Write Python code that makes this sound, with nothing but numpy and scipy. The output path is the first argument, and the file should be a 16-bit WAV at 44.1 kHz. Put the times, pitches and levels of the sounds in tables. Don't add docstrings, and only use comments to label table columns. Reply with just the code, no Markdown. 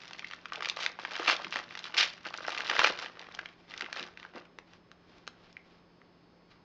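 import sys
import numpy as np
from scipy import signal
from scipy.fft import rfft, irfft, next_fast_len
from scipy.io import wavfile
from scipy.ndimage import uniform_filter1d, map_coordinates

SR = 44100
rng = np.random.default_rng(int(sys.argv[2]) if len(sys.argv) > 2 else 0)


def bounce(signal):
    frames = np.transpose(np.atleast_2d(signal))
    limited = np.clip(frames, -1, 1)
    pcm = np.round(limited * 32767).astype(np.int16)
    wavfile.write(sys.argv[1], SR, pcm)


N = 292819
T = np.arange(N) / SR


def amp(db):
    return 10 ** (np.asarray(db) / 20)


def unit(x):
    return x / np.sqrt(np.mean(x ** 2) + 1e-20)


def along(points, hz):
    f, v = np.transpose(points)
    return np.interp(np.log(hz + 1), np.log(f + 1), v)


def filtered(x, response):
    m = next_fast_len(N + SR // 2)
    return irfft(rfft(x, m) * response(np.fft.rfftfreq(m, 1 / SR)), m)[:N]


def coloured_noise(points):
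    return unit(filtered(rng.standard_normal(N), lambda f: amp(along(points, f))))


def pulse(gain, size=1024):
    hz = np.fft.rfftfreq(size, 1 / SR)
    cepstrum = irfft(np.log(np.maximum(gain(hz), 1e-6)))
    cepstrum[1:size // 2] *= 2
    cepstrum[size // 2 + 1:] = 0
    return irfft(np.exp(rfft(cepstrum)))


def hump(f, hz, spread, skirt=1.0):
    return (1 + (np.log2((f + 1) / hz) / spread) ** 2 / (4 * skirt)) ** -skirt


def add(track, s, x):
    part = track[max(round(s * SR), 0):][:len(x)]
    part += x[:len(part)]


def wobble(rate):
    return map_coordinates(rng.standard_normal(N // 100), [T * rate], mode="wrap")


def swell(middle_s, length_s):
    return np.cos(np.pi * np.clip((T - middle_s) / length_s, -.5, .5))


def stroke_db(start_s, hold_s, rise, fall):
    attack = -rise * np.maximum(start_s - T, 0)
    release = -fall * np.maximum(T - start_s - hold_s, 0)
    return attack + release


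def handling():
    # (start [s], hold [s], crinkle level [dB], treble over body [dB])
    squeezes = [(0.0, .34, -56.5, 4), (0.534, 0.022, -46, -9.5), (0.621, .07, -44.5, 0),
                (0.768, .095, -43, -2.5), (0.996, 0.11, -49, 2), (1.109, 0.049, -42, -1),
                (1.189, .05, -39, 0.5), (1.392, 0.072, -45.5, -1), (1.529, .06, -40.5, 0.5),
                (1.705, 0.097, -50.5, 1), (1.843, 0.022, -43, 3.5), (1.94, 0.034, -42, -4.5),
                (2.254, 0.016, -41.5, -1.5), (2.34, .1, -46, -4.5), (2.458, 0.25, -42, -3),
                (2.686, .08, -37, -4), (2.975, .075, -43, 2), (3.157, 0.27, -54, -7),
                (3.692, 0.37, -52, -1.5), (3.963, 0.033, -40, 0), (4.176, .075, -56.5, -1.5),
                (4.346, 0.025, -47.5, -9)]
    # (start [s], hold [s], crinkle level [dB], treble over body [dB], build-up [dB/s])
    pulls = [(1.281, 0.029, -27, 5.5, 597), (1.979, 0.032, -26, 14, 1296), (2.833, 0.026, -25.5, -1, 170.5)]
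    # (start [s], hold [s], crinkle level [dB], treble over body [dB])
    holding = (0, 3.5, -60.5, -1.5)
    grip, settle = 1399, 231.5
    let_go = 254
    moves = [(*row, grip, settle) for row in [holding, *squeezes]]
    moves += [(*row, let_go) for row in pulls]
    power, bright = np.full(N, 1e-12), np.zeros(N)
    for s, hold_s, db, treble_db, rise, fall in moves:
        level_db = db + stroke_db(s, hold_s, rise, fall)
        share = amp(np.maximum(level_db, -200)) ** 2
        power += share
        bright += treble_db * share
    return 10 * np.log10(power), bright / power


def bass_cut(f, hz, corner=0.26):
    return 1 / np.sqrt(1 + (corner * hz / (f + 1)) ** 4)


def facet_colour(f, hz, spread):
    # (frequency [Hz], gain [dB])
    microphone = [(100, 14.5), (5000, 1), (6300, -1.5), (7500, -15), (8700, -35.5)]
    ring = hump(f, hz, spread, skirt=1.4)
    return ring * bass_cut(f, hz) * amp(along(microphone, f))


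def buckle(gain, flutter, settle_s):
    flip = pulse(gain)
    t = T[:len(flip)]
    onset = 1 - np.exp(-(2 * t / settle_s) ** 2)
    shiver = rng.standard_normal(len(flip)) * np.exp(-t / settle_s) * onset
    after = signal.fftconvolve(flip, shiver)[:len(flip)]
    x = flip / np.linalg.norm(flip) + flutter * after / np.linalg.norm(after)
    return rng.choice([-1, 1]) * x / np.linalg.norm(x)


def snaps(rows, flutter, settle_s):
    out = np.zeros(N)
    span = np.sqrt(.003 * SR)
    for s, db, hz, spread in rows:
        snap = buckle(lambda f: facet_colour(f, hz, spread), flutter, settle_s)
        add(out, s, amp(db) * span * snap)
    return out


def stray_creases(work_db, over_db=9, size_db=2.5, ceiling_db=-35, pitch_hz=2300, scatter=0.41, count=120):
    moments = rng.integers(N, size=count)
    rows = []
    for at, (size, pitch) in zip(moments, rng.standard_normal((count, 2))):
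        db = min(work_db[at] + over_db + size_db * size, ceiling_db)
        rows.append((T[at], db, pitch_hz * 2 ** (scatter * pitch)))
    return rows


def foil_snaps(work_db):
    # (time [s], level over 3 ms [dB], pitch [Hz])
    loud_creases = [(0.0793, -45, 3850), (0.133, -39, 2990), (0.1939, -36, 2540), (0.2449, -32.5, 2140),
                    (0.3115, -38, 2150), (0.335, -35, 1770), (0.4566, -34.5, 1900), (0.5218, -31.5, 1420),
                    (0.607, -33.5, 1390), (0.6238, -30, 1700), (0.6474, -31, 2140), (0.6571, -27.5, 2500),
                    (0.6873, -30, 3170), (0.6979, -25, 3500), (0.771, -33.5, 1730), (0.8631, -21.5, 2470),
                    (0.9893, -34.5, 1237), (1.0504, -28, 1530), (1.1545, -32, 2450), (1.2521, -35, 2010),
                    (1.278, -28, 2820), (1.2981, -19, 1720), (1.4457, -32, 2240), (1.525, -30.5, 1780),
                    (1.5586, -25, 1298), (1.5685, -30.5, 1964), (1.7746, -36.5, 2590), (1.945, -32.5, 2970),
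                    (1.9686, -28.5, 2560), (2.2585, -35, 1520), (2.3402, -32.5, 1940), (2.4499, -35, 1510),
                    (2.4821, -25.5, 1037), (2.5765, -30, 2424), (2.6058, -28, 1960), (2.6984, -22.5, 2390),
                    (2.7134, -26.5, 1620), (2.7661, -25, 1955), (2.7926, -15.5, 1580),
                    (2.8012, -23.5, 2170), (2.8448, -17, 2224), (2.872, -20.5, 1860), (3.0256, -35, 1540),
                    (3.2151, -45, 2900), (3.3908, -30, 1740), (3.4579, -36, 2110), (3.7389, -37, 1950),
                    (3.7773, -37.5, 3610), (3.8095, -29.5, 2160), (3.8216, -32, 2000), (3.8618, -38, 2030),
                    (3.9284, -31, 2300), (4.1738, -41, 2100), (4.2502, -39.5, 1290)]
    spread, spread_scatter = 0.4, 0.28
    creases = [(*row, spread * np.exp(spread_scatter * rng.standard_normal()))
               for row in [*loud_creases, *stray_creases(work_db)]]
    return snaps(creases, flutter=.95, settle_s=.0013)


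def crinkle(work_db, bright_db, rest_rate=270, rate_db=0.56, size_db=6.5, clump_db=-1.0, clump_rate=190,
            slide_db=-15, slack_db=12, pitch_hz=2200, scatter=0.55, spread=0.33, split_hz=2200, count=96):
    # (frequency [Hz], relative level [dB per Hz])
    foil_colour = [(71, -48.5), (120, -35), (318, -6.5), (374, -9.5), (472, -2.5), (1040, 0.5), (1340, 2.5),
                   (2260, -3.5), (2810, -2), (5380, -9), (6920, -25), (8910, -56.5), (11600, -82),
                   (19600, -120)]
    rate = rest_rate * amp(rate_db * (work_db - np.median(work_db)))
    chance, sizes, facet = rng.random(N), rng.standard_normal(N), rng.integers(count, size=N)
    pitches = pitch_hz * 2 ** (scatter * rng.standard_normal(count))
    facets = [buckle(lambda f: hump(f, hz, spread), flutter=0.98, settle_s=0.0011) for hz in pitches]
    swarm = np.zeros(N)
    for i in np.flatnonzero(chance < rate / SR):
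        add(swarm, T[i], amp(size_db * min(sizes[i], 2)) * facets[facet[i]])
    grip = np.clip(1 + (work_db - work_db.max()) / 40, 0, 1)
    swarm *= amp(2 * clump_db * grip * np.tanh(wobble(clump_rate)))
    mean_gain = np.sqrt(np.mean(np.abs(rfft(np.array(facets))) ** 2, axis=0))
    sheet = pulse(lambda f: amp(along(foil_colour, f)) / mean_gain)
    swarm = unit(signal.fftconvolve(swarm, sheet)[:N])
    swarm += amp(slide_db + slack_db * (1 - grip)) * coloured_noise(foil_colour)
    body = filtered(swarm, lambda f: 1 / (1 + (f / split_hz) ** 4))
    treble = swarm - body
    tilt = amp(bright_db / 2)
    swarm = unit(body / tilt + treble * tilt)
    power = np.abs(uniform_filter1d(swarm ** 2, size=1500))
    return amp(work_db) * swarm / np.sqrt(power + 0.017)


def tears(slip_rate=650, jitter=0.38, size_db=3.5, count=80):
    # (middle [s], length [s], nominal level [dB], ring [Hz], spread [octaves])
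    rips = [(0.828, 0.096, -40, 3100, 0.48), (1.28, 0.017, -26, 2620, 0.13),
            (1.304, 0.074, -32.5, 2010, 0.61), (1.992, 0.059, -27, 2990, 0.46),
            (2.022, 0.062, -29.5, 2410, 0.36)]
    out = np.zeros(N)
    for middle_s, length_s, db, hz, spread in rips:
        slips = np.zeros(N)
        gaps_s = np.exp(jitter * rng.standard_normal(count)) / slip_rate
        for s in middle_s - length_s / 2 + np.cumsum(gaps_s):
            slip = buckle(lambda f: facet_colour(f, hz, spread), flutter=0.3, settle_s=0.0022)
            add(slips, s, amp(size_db * rng.standard_normal()) * slip)
        density = np.sqrt(SR / slip_rate)
        out += amp(db) * swell(middle_s, length_s) * slips * density
    return out


def puff(start_s=2.7925, db=-32, length_s=0.00069):
    u = np.maximum(T - start_s, 0) / (length_s / 2)
    return amp(db) * u * np.exp(1 - u)


def box_ticks():
    # (time [s], level over 3 ms [dB], pitch [Hz], spread [octaves])
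    tick_rows = [(4.5871, -39, 1110, 0.75), (4.735, -52, 2600, 0.56), (4.9157, -47, 2150, 0.55),
                 (5.183, -61, 4200, 0.4), (5.2691, -50, 2830, 0.74), (5.2769, -34.5, 1850, 0.95),
                 (5.528, -57, 4500, 0.5), (5.5682, -38.5, 2200, 0.17), (6.0166, -53, 1594, 0.35)]
    return snaps(tick_rows, flutter=.85, settle_s=.001)


def bumps(spread=0.38, rise_s=0.0016):
    # (time [s], level before rise and decay [dB], pitch [Hz], t60 [s])
    contacts = [(.573, -44.5, 430, 0.16), (1.194, -29, 480, 0.044), (1.293, -52, 426, 0.014),
                (1.446, -45.5, 224, 0.12), (1.559, -38, 380, 0.046), (2.262, -40.5, 462, 0.043),
                (2.705, -37, 390, 0.075), (2.832, -29, 414, 0.034), (2.897, -28, 437, 0.045),
                (3.822, -44, 288, 0.1), (4.006, -46.5, 280, 0.13), (4.349, -41, 298, 0.091),
                (4.367, -40, 597, 0.062)]
    out, t = np.zeros(N), T[:SR // 4]
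    for s, db, hz, t60 in contacts:
        scuff = rng.standard_normal(len(t)) * amp(-60 * t / t60) * (1 - np.exp(-t / rise_s))
        cavity = pulse(lambda f: hump(f, hz, spread, skirt=2.9), size=4096)
        ring = signal.fftconvolve(scuff, cavity)
        add(out, s, amp(db) * ring * np.linalg.norm(scuff) / np.linalg.norm(ring))
    return out


def rubs(grip_db=3, grip_rate=45, grain_db=6):
    # (middle [s], length [s], level at the middle [dB])
    strokes = [(3.59, 0.9, -66), (4.727, 0.14, -61), (5.16, 0.4, -65.5), (5.471, 0.31, -63.5),
               (5.713, 0.22, -64), (6.529, 0.12, -66)]
    # (frequency [Hz], relative level [dB per Hz])
    cardboard = [(150, 3), (600, 1.5), (2000, 0.5), (5000, -5.5), (7000, -24.5), (9000, -57)]
    grain_level_db = grain_db * rng.standard_normal(N) + grip_db * wobble(grip_rate)
    grains = rng.standard_normal(N) * amp(grain_level_db)
    hiss = unit(filtered(grains, lambda f: amp(along(cardboard, f))))
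    return hiss * sum(amp(db) * swell(s, length_s) for s, length_s, db in strokes)


def room(x, near_db=-13, near_s=0.011, tail_db=-14):
    # (frequency [Hz], t60 [s])
    decay = [(200, 0.8), (1500, 0.36), (7000, 0.22)]
    hz, t, z = signal.stft(rng.standard_normal(SR // 2), SR, nperseg=256)
    tail = signal.istft(z * amp(-60 * t / along(decay, hz)[:, None]), SR, nperseg=256)[1]
    t = T[:len(tail)]
    tail *= 1 - np.exp(-(t / .004) ** 2)
    echoes = rng.standard_normal(len(t)) * (rng.random(len(t)) < 900 / SR)
    near = echoes * np.exp(-t / near_s) * (t > .002)
    answer = amp(near_db) * near / np.linalg.norm(near) + amp(tail_db) * tail / np.linalg.norm(tail)
    return signal.fftconvolve(x, answer)[:N]


def background(air_db=-63, waver=0.24):
    # (frequency [Hz], relative level [dB per Hz])
    air_colour = [(15, -51.5), (25, -20.5), (107, -14), (140, -13.5), (174, -18.5), (207, -11.5),
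                  (365, -11.5), (433, -14.5), (1130, -22.5), (4940, -34.5), (8910, -65.5), (11600, -97),
                  (19600, -120)]
    # (frequency [Hz], rms level [dB], start [s])
    tones = [(174, -69, 0), (1104, -79, 0), (5160, -84, 0), (6374, -96, 0), (4425, -85, 5.6),
             (4780, -85, 5.6)]
    out = amp(air_db) * coloured_noise(air_colour)
    for hz, db, s in tones:
        tone = unit(np.sin(2 * np.pi * hz * T + waver * wobble(11)))
        fade_in = np.clip((T - s) / .3, 0, 1) if s > 0 else 1
        out += amp(db) * tone * fade_in
    return out


def scene():
    work_db, bright_db = handling()
    foil = foil_snaps(work_db) + crinkle(work_db, bright_db) + tears() + puff()
    box = box_ticks() + bumps() + rubs()
    pack = foil + box
    return (pack + room(pack) + background())[None]


def record(dry, top_hz=9080):
    return filtered(dry[0], lambda f: f < top_hz)[None]


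dry = scene()
out = record(dry)
bounce(out)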